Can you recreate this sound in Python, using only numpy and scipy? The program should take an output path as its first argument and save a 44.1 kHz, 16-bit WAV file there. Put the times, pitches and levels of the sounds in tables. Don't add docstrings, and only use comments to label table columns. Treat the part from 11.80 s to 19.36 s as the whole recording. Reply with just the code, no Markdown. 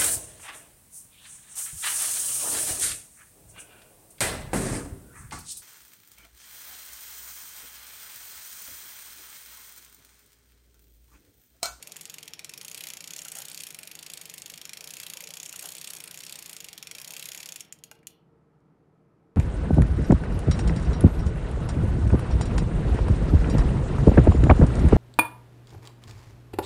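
import sys
import numpy as np
from scipy import signal
from scipy.fft import rfft, irfft
from scipy.io import wavfile
from scipy.ndimage import uniform_filter1d

SR = 44100
rng = np.random.default_rng(int(sys.argv[2]) if len(sys.argv) > 2 else 0)


def transcribe(signal):
    frames = np.atleast_2d(signal).T
    limited = np.clip(frames, -1, 1)
    pcm = np.round(limited * 32767).astype(np.int16)
    wavfile.write(sys.argv[1], SR, pcm)


def undo_db(level):
    steps = np.asarray(level, float) / 20
    return 10 ** steps


N = 333396
SIZE = 2048
SLOT_COUNT = 64
NEEDLE_COUNT = 164
USUAL_PER_S = 29


# t/s, level/dB
LAST_SNAPS = [
    (5.9244, -21),
    (6.0378, -24),
    (6.27, -20),
]
# waves per turn, depth/dB, slot of a crest
SNAP_WAVES = [(1, 1.0, 29), (9, 0.6, 4.8), (5, 0.86, 11.6), (7, 0.56, 4.8), (14, 0.42, 3.37)]
# waves per turn, depth/dB, slot of a crest
RATTLE_WAVES = [(1, 0.8, 41), (20, 1.2, 0.41), (31, 1.0, 1.5)]
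# waves per turn, depth/dB, slot of a crest
RING_WAVES = [
    [(3, 2.2, 11.6), (5, 1.4, .6), (1, 0.92, 25), (15, 0.31, 2.9)],
    [(3, 3.1, 11), (9, 0.75, 6.4), (19, 0.78, 1.9), (1, 0.65, 23), (4, 1.2, 16.5)],
    [(1, 2.3, 25.3), (4, 1.5, 1.52), (8, 1.3, 1.9), (2, 1.4, 2.3), (3, 0.89, 15.3)],
    [(1, 2, 53), (14, 1.8, 3.43), (4, 1.7, 1.8), (13, 0.79, 4.4), (2, 1.2, 7.4)],
    [(1, 0.6, 42), (4, 1.7, 4.2), (5, 1.4, 1.8), (21, 1.3, 0.74), (8, 1.2, 1.1)],
]
RINGS_DB = [-2.1, -0.34, 0.6, 1.4, 2]
CLAMP_DB = [-4, 0.5, 5.5, 4.5, 3]


def needles():
    last_s, last_db = np.transpose(LAST_SNAPS)
    s = np.append(snap_times(), last_s)
    slot = np.arange(len(s)) % SLOT_COUNT
    steady_db = -20.5 + waves(SNAP_WAVES, slot) + 0.9 * rng.standard_normal(SLOT_COUNT)[slot]
    peak_db = np.append(steady_db[:NEEDLE_COUNT], last_db)
    rings_db = RINGS_DB + np.transpose([waves(rows, slot) for rows in RING_WAVES])
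    clamp_slot, clamp_width = 40.5, 5.5
    near_clamp = np.exp(-((slot - clamp_slot) / clamp_width) ** 2)
    rings_db += np.outer(near_clamp, CLAMP_DB)
    rattle_db = -9.5 + waves(RATTLE_WAVES, slot) + 1.2 * rng.standard_normal(SLOT_COUNT)[slot]
    return place(s, impacts(peak_db - 4.5, rattle_db, rings_db, slot))


# f/Hz, width/Hz, level/dB
CRACK = [(4800, 5700, -12.5), (6750, 2400, 2.5)]
# waves per turn, depth/dB, slot of a crest
CRACK_WAVES = [(1, 2.5, 40), (3, 0.8, 26), (11, 1.5, 5.2)]


def impacts(peak_db, rattle_db, rings_db, slot, rattle_s=.0046):
    count, t, hz = len(peak_db), np.arange(SIZE) / SR, np.fft.rfftfreq(SIZE, 1 / SR)
    mode_count = len(STEEL)
    chance = rng.standard_normal((SLOT_COUNT, mode_count + 2))[slot]

    knocks = rng.standard_normal((SLOT_COUNT, SIZE))[slot] + 0.45 * rng.standard_normal((count, SIZE))
    knocks *= rng.random((SLOT_COUNT, SIZE))[slot] < .6
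    rebound_s = .0037 * (1 + chance[:, -1:] / 10)
    since = t - rebound_s
    rebound = undo_db(2.1 * chance[:, -2:-1]) * (since > 0) * np.exp(-abs(since) / 0.00091)
    chatter = undo_db(-3.0) * np.exp(-t / 0.00073)
    fade = np.exp(-t / rattle_s)
    rattle = undo_db(rattle_db - 4.0)[:, None] * knocks * (1 + chatter + rebound) * fade

    centres = [2400, 2900, 4700, 5500, 6800, 8300, 10500]
    ring_rows = np.eye(len(centres))[[0, 3, 4, 5, 6]]
    bumps = np.array([read(np.transpose([centres, row]), hz) for row in ring_rows])
    mode_gains = undo_db(1.3 * chance[:, :mode_count, None])
    body = causal(steel(hz, mode_gains) + rings_db @ bumps)

    crack = undo_db(0.2 + waves(CRACK_WAVES, slot))[:, None] * ringing(CRACK, hz)
    blow = 0.56 * hz / (hz + 4000) + crack
    sounds = irfft((blow + rfft(rattle)) * body)
    energy = np.linalg.norm(sounds, axis=1, keepdims=True)
    return undo_db(peak_db + 12.0)[:, None] * sounds / energy


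# waves per turn, depth/dB, slot of a crest
LATCH_WAVES = [(1, 2.4, 47.0), (3, 2.0, 2.0), (4, 2.3, 4.8), (30, 1.0, 1.5), (21, 1.5, 0.88)]
LATCH_RINGS_DB = [-7, 2., 5.5, 6.5, 10]
BUTT_RINGS_DB = [-1, 4.5, 9, 4., -2.5]


def latches(share, below_db, rings_db, scatter):
    s = snap_times()
    gap = np.diff(s)
    chance, slot = rng.standard_normal((len(gap), 2)), np.arange(len(gap)) % SLOT_COUNT
    level_db = below_db - 11.5 + waves(LATCH_WAVES, slot) + 4.8 * chance[:, 0]
    level_db += 0.64 * (1 / gap - USUAL_PER_S)
    same = np.ones((len(slot), 1))
    sounds = impacts(level_db, 3.0 * same[:, 0], same * rings_db, slot, rattle_s=.0025)
    return place(s[:-1] + gap * np.clip(share + scatter * chance[:, 1], 0, 1), sounds)


# t/s, level/dB, jangle of the steel/dB
LEVER = [
    (1.457, -39.5, 7),
    (3.739, -39, 5),
    (6.114, -39, 9.5),
]
# t/s, level/dB
DRAG = [
    (1.519, -52),
    (1.554, -45),
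    (1.565, -44.5),
    (1.579, -46),
    (1.592, -46),
    (3.809, -51.5),
    (3.824, -48),
    (3.839, -42),
    (3.854, -42.5),
    (3.869, -49),
]
# f/Hz, width/Hz, level/dB
LEVER_MODES = [(620, 60, -7), (850, 30, -1), (1150, 120, -9), (1380, 60, 2), (1560, 80, -2), (2090, 60, -6),
               (2840, 30, 3)]


def lever():
    drag_jangle_db = 7.0
    s, peak_db, jangle_db = np.transpose(LEVER + [(*row, drag_jangle_db) for row in DRAG])
    free = (np.arange(len(s)) < len(LEVER))[:, None]
    t, hz = np.arange(SIZE) / SR, np.fft.rfftfreq(SIZE, 1 / SR)
    burst_s = np.where(free, 0.0044, .018)
    burst = rng.standard_normal((len(s), SIZE)) * np.exp(-t / burst_s)
    drive = rfft(burst) + free * undo_db(7.5) * 5
    damped_modes = np.multiply(LEVER_MODES, [1, 4, 1])
    pressed = ringing(damped_modes, hz) / (1 + 1j * hz / 1900) ** 3
    modes = np.where(free, ringing(LEVER_MODES, hz), pressed)
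    dull = irfft(drive * modes)
    bright = irfft(drive * causal(steel(hz) - 5.9 / (1 + (hz / 5500) ** 8)))
    dull, bright = (v / abs(v).max(1, keepdims=True) for v in (dull, bright))
    return place(s, undo_db(peak_db + 0.5)[:, None] * (dull + undo_db(jangle_db)[:, None] * bright))


# t/s, level/dB, rattle/dB, low ring/dB
STRAYS = [(1.383, -28, 3, -30), (3.6552, -29, -13, -29), (5.798, -33.5, -3, -1), (5.849, -43, -3, -22),
          (5.988, -45.5, 8, -13), (6.152, -51, -3, -30), (6.19, -59, -6, -24), (5.884, -58, -3, -9),
          (6.23, -48.5, 5, 17), (6.3036, -47, -1, -21), (6.804, -70.5, -2, -15)]


def strays():
    s, peak_db, rattle_db, low_db = np.transpose(STRAYS)
    rings_db = np.outer(low_db + 1.5, np.eye(5)[0])
    return place(s, impacts(peak_db - 2.0, rattle_db, rings_db, np.arange(len(s))))


# t/s, level/dB, f/Hz
THUMPS = [
    (3.354, -49, 530),
    (3.429, -47.5, 552),
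    (3.459, -50, 442),
    (3.487, -48, 570),
]


def thumps():
    s, peak_db, hz = (c[:, None] for c in np.transpose(THUMPS))
    t = np.arange(SIZE) / SR
    shape = np.exp(-t / .012) * (1 - np.exp(-t / 0.0016))
    return place(s[:, 0], undo_db(peak_db + 0.5) * np.sin(2 * np.pi * hz * t) * shape)


# waves per turn, depth/dB, slot of a crest
RUB_WAVES = [(1, 1, 49), (3, 2.3, .4)]
# f/Hz, level/dB per Hz
GEARS = [(180, -30.5), (300, -17.5), (534, -7), (1210, -11.5), (2200, -9), (3600, -29), (5500, -57.5)]


def crank():
    t, s = np.arange(N) / SR, snap_times()
    faster = np.interp(t, *np.transpose(CRANK_SPEED)) - USUAL_PER_S
    stalled = np.maximum(t - s[-1], 0)
    slot = np.interp(t, s, np.arange(len(s)))
    rub_db = -58.0 + 0.33 * faster + waves(RUB_WAVES, slot) - 215 * stalled
    gear_db = -60 + 0.3 * faster - 64 * stalled
    rub = noise(lambda hz: undo_db(steel(hz)) / (1 + (hz / 11500) ** 2), patchy_db=2.0, size=256)
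    slips = undo_db(3 * rng.exponential(1, N)) * (rng.random(N) < 400 / SR)
    slip_fade = np.exp(-1 / (.0015 * SR))
    rub = evened(rub * (1 + evened(signal.lfilter([1], [1, -slip_fade], slips))))
    gears = noise(lambda hz: undo_db(read(GEARS, hz)), patchy_db=2.0)
    return undo_db(rub_db) * rub + undo_db(gear_db) * gears


# t/s, needles per second
CRANK_SPEED = [(0.0, 22.462), (0.356, 23.41), (0.525, 16.519), (1.045, 34.975), (1.199, 27.222),
               (1.414, 33.884), (2.109, 25.346), (2.86, 25.279), (3.136, 31.026), (3.681, 29.318),
               (3.787, 35.536), (4.038, 28.457), (4.192, 31.953), (4.701, 29.853), (4.982, 18.991),
               (5.17, 30.192), (5.618, 36.94), (5.82, 14.98)]
UNEVEN = [(4, 0.137, 10.72), (5, 0.153, 4.47), (6, 0.027, 2.68), (10, 0.019, 1.61), (9, 0.019, 4.04),
          (8, 0.019, 7.38), (11, 0.011, 2.63)]


def snap_times():
    t, slot = np.arange(N) / SR, np.arange(NEEDLE_COUNT)
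    first_s = .0262
    passed = np.cumsum(np.interp(t, *np.transpose(CRANK_SPEED))) / SR
    due = slot + waves(UNEVEN, slot) - waves(UNEVEN, 0)
    return np.interp(due, passed - passed[round(first_s * SR)], t)


# f/Hz, width/Hz, level/dB
STEEL = [(2200, 250, -6), (2440, 120, 2), (2690, 160, -1), (3230, 220, -1), (4460, 170, -2), (5520, 160, 2),
         (6720, 180, 2), (7080, 350, -1), (8260, 130, 0), (8500, 200, -2), (10100, 350, -2),
         (11550, 300, -5)]
# f/Hz, level/dB per Hz
SNAP = [(600, -40), (1150, -8), (2430, 7), (5130, 4), (6800, 4), (9110, -1.5), (10000, -0.5), (15000, -4),
        (16000, -26)]


def steel(hz, gains=1):
    f, width, db = (c[:, None] for c in np.transpose(STEEL))
    peaks = (gains * undo_db(db + 5.0)) ** 2 / (1 + (2 * (hz - f) / width) ** 2) * (hz / f) ** 2
    modes = peaks.sum(-2) / (1 + (1500 / (hz + 1)) ** 8)
    return 10 * np.log10(undo_db(read(SNAP, hz) - 2.5) ** 2 + modes)


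# f/Hz, time to fall 60 dB/s
ROOM = [(500, 0.72), (1500, 0.26), (2600, 0.45), (4500, 0.36), (7000, 0.12), (14000, 0.21)]


def room(x, first_s=0.0065, turns_per_s=7.3):
    taps = np.zeros((3, SR // 2))
    at = np.arange(round(first_s * SR), SR // 2 - 20, 12)
    shift = rng.integers(0, 12, (3, len(at)))
    sign = rng.choice([-1., 1.], (3, len(at)))
    np.put_along_axis(taps, at + shift, sign, 1)
    hz, t, z = signal.stft(taps, SR, nperseg=256)
    tail = signal.istft(z * undo_db(-60 * t / read(ROOM, hz)[:, None]), SR, nperseg=256)[1]
    turn = turns_per_s * np.arange(N) / SR + np.arange(3)[:, None] / 3
    feed = np.sqrt(2 / 3) * np.cos(2 * np.pi * turn)
    return signal.fftconvolve(x * feed, tail / np.linalg.norm(tail[0]), axes=1)[:, :N].sum(0)


# f/Hz, level/dB per Hz
AIR = [(12, -55.5), (20, -27), (87, -20), (156, -4), (237, -15), (325, -12), (418, -16.5), (455, -14),
       (494, -20.5), (721, -23), (801, -22.5), (2200, -38), (3900, -53.5), (6600, -72)]
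# f/Hz, width/Hz, level/dB
FAN = [(70.4, 17, -79.5), (163.5, 19, -71.5), (318.6, 42, -78.5), (455.2, 3.8, -73), (1297, 130, -83)]
# f/Hz, level/dB per Hz
HISS = [(1760, -28), (3000, -2.5), (4610, 0), (12700, -7.5), (16500, -45), (22000, -120)]


def air():
    hums = 0
    for f, width, db in FAN:
        hums = hums + undo_db(db) * noise(lambda hz: abs(ringing([(f, width, 0)], hz)) ** 2, 0, size=8192)
    hiss = undo_db(-91.5) * noise(lambda hz: undo_db(read(HISS, hz)), patchy_db=0.7)
    moving_air = undo_db(-63.0) * noise(lambda hz: undo_db(read(AIR, hz)), patchy_db=-0.36, size=2048)
    return moving_air + hums + hiss


def waves(rows, slot):
    return sum(depth * np.cos(2 * np.pi * per_turn * (slot - crest) / SLOT_COUNT)
               for per_turn, depth, crest in rows)


def evened(x):
    return x / np.sqrt(np.mean(x ** 2) + 1e-20)


def read(points, hz):
    f, value = np.transpose(points)
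    return np.interp(np.log(hz + 1), np.log(f + 1), value)


def causal(db):
    log_gain = np.log(undo_db(np.maximum(db, -100)))
    circle = np.concatenate([log_gain, log_gain[..., -2:0:-1]], axis=-1)
    return np.exp(np.conj(signal.hilbert(circle)))[..., :log_gain.shape[-1]]


def ringing(modes, hz):
    f, width, db = (c[:, None] for c in np.transpose(modes))
    sign = (-1.) ** np.arange(len(modes))[:, None]
    return (sign * undo_db(db) * 1j * hz * width / (f ** 2 - hz ** 2 + 1j * hz * width)).sum(-2)


def noise(gain, patchy_db=1.5, size=1024):
    hz = np.fft.rfftfreq(size, 1 / SR)
    a, b, patches = rng.standard_normal((4 * N // size + 5, len(hz), 3)).T
    patches = evened(uniform_filter1d(uniform_filter1d(patches, 10, axis=0), 10, axis=1))
    z = (a + 1j * b) * gain(hz)[:, None] * undo_db(patchy_db * patches)
    return evened(signal.istft(z, nperseg=size, noverlap=3 * size // 4)[1][:N])


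def place(seconds, sounds):
    out = np.zeros(N + SIZE)
    fade = np.cos(np.linspace(0, np.pi / 2, SIZE)) ** 2
    for s, sound in zip(seconds, sounds * fade):
        out[round(s * SR):][:SIZE] += sound
    return out[:N]


def scene():
    hits = needles() + lever() + strays() + thumps()
    hits += latches(share=.51, below_db=-30.0, rings_db=LATCH_RINGS_DB, scatter=.012)
    hits += latches(share=.88, below_db=-37.0, rings_db=BUTT_RINGS_DB, scatter=.015)
    return (hits + undo_db(-12.0) * room(hits) + crank() + air())[None]


def roll_off(x):
    return signal.sosfilt(signal.butter(12, 16980, fs=SR, output="sos"), x)


# f/Hz, level/dB
EDGE = [(15000, 0), (15700, 4), (15900, -7), (16500, -11), (16800, -46), (17000, -100)]


def record(dry):
    limited = irfft(rfft(dry) * undo_db(read(EDGE, np.fft.rfftfreq(N, 1 / SR))), N)
    return roll_off(limited)


dry = scene()
out = record(dry)
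transcribe(out)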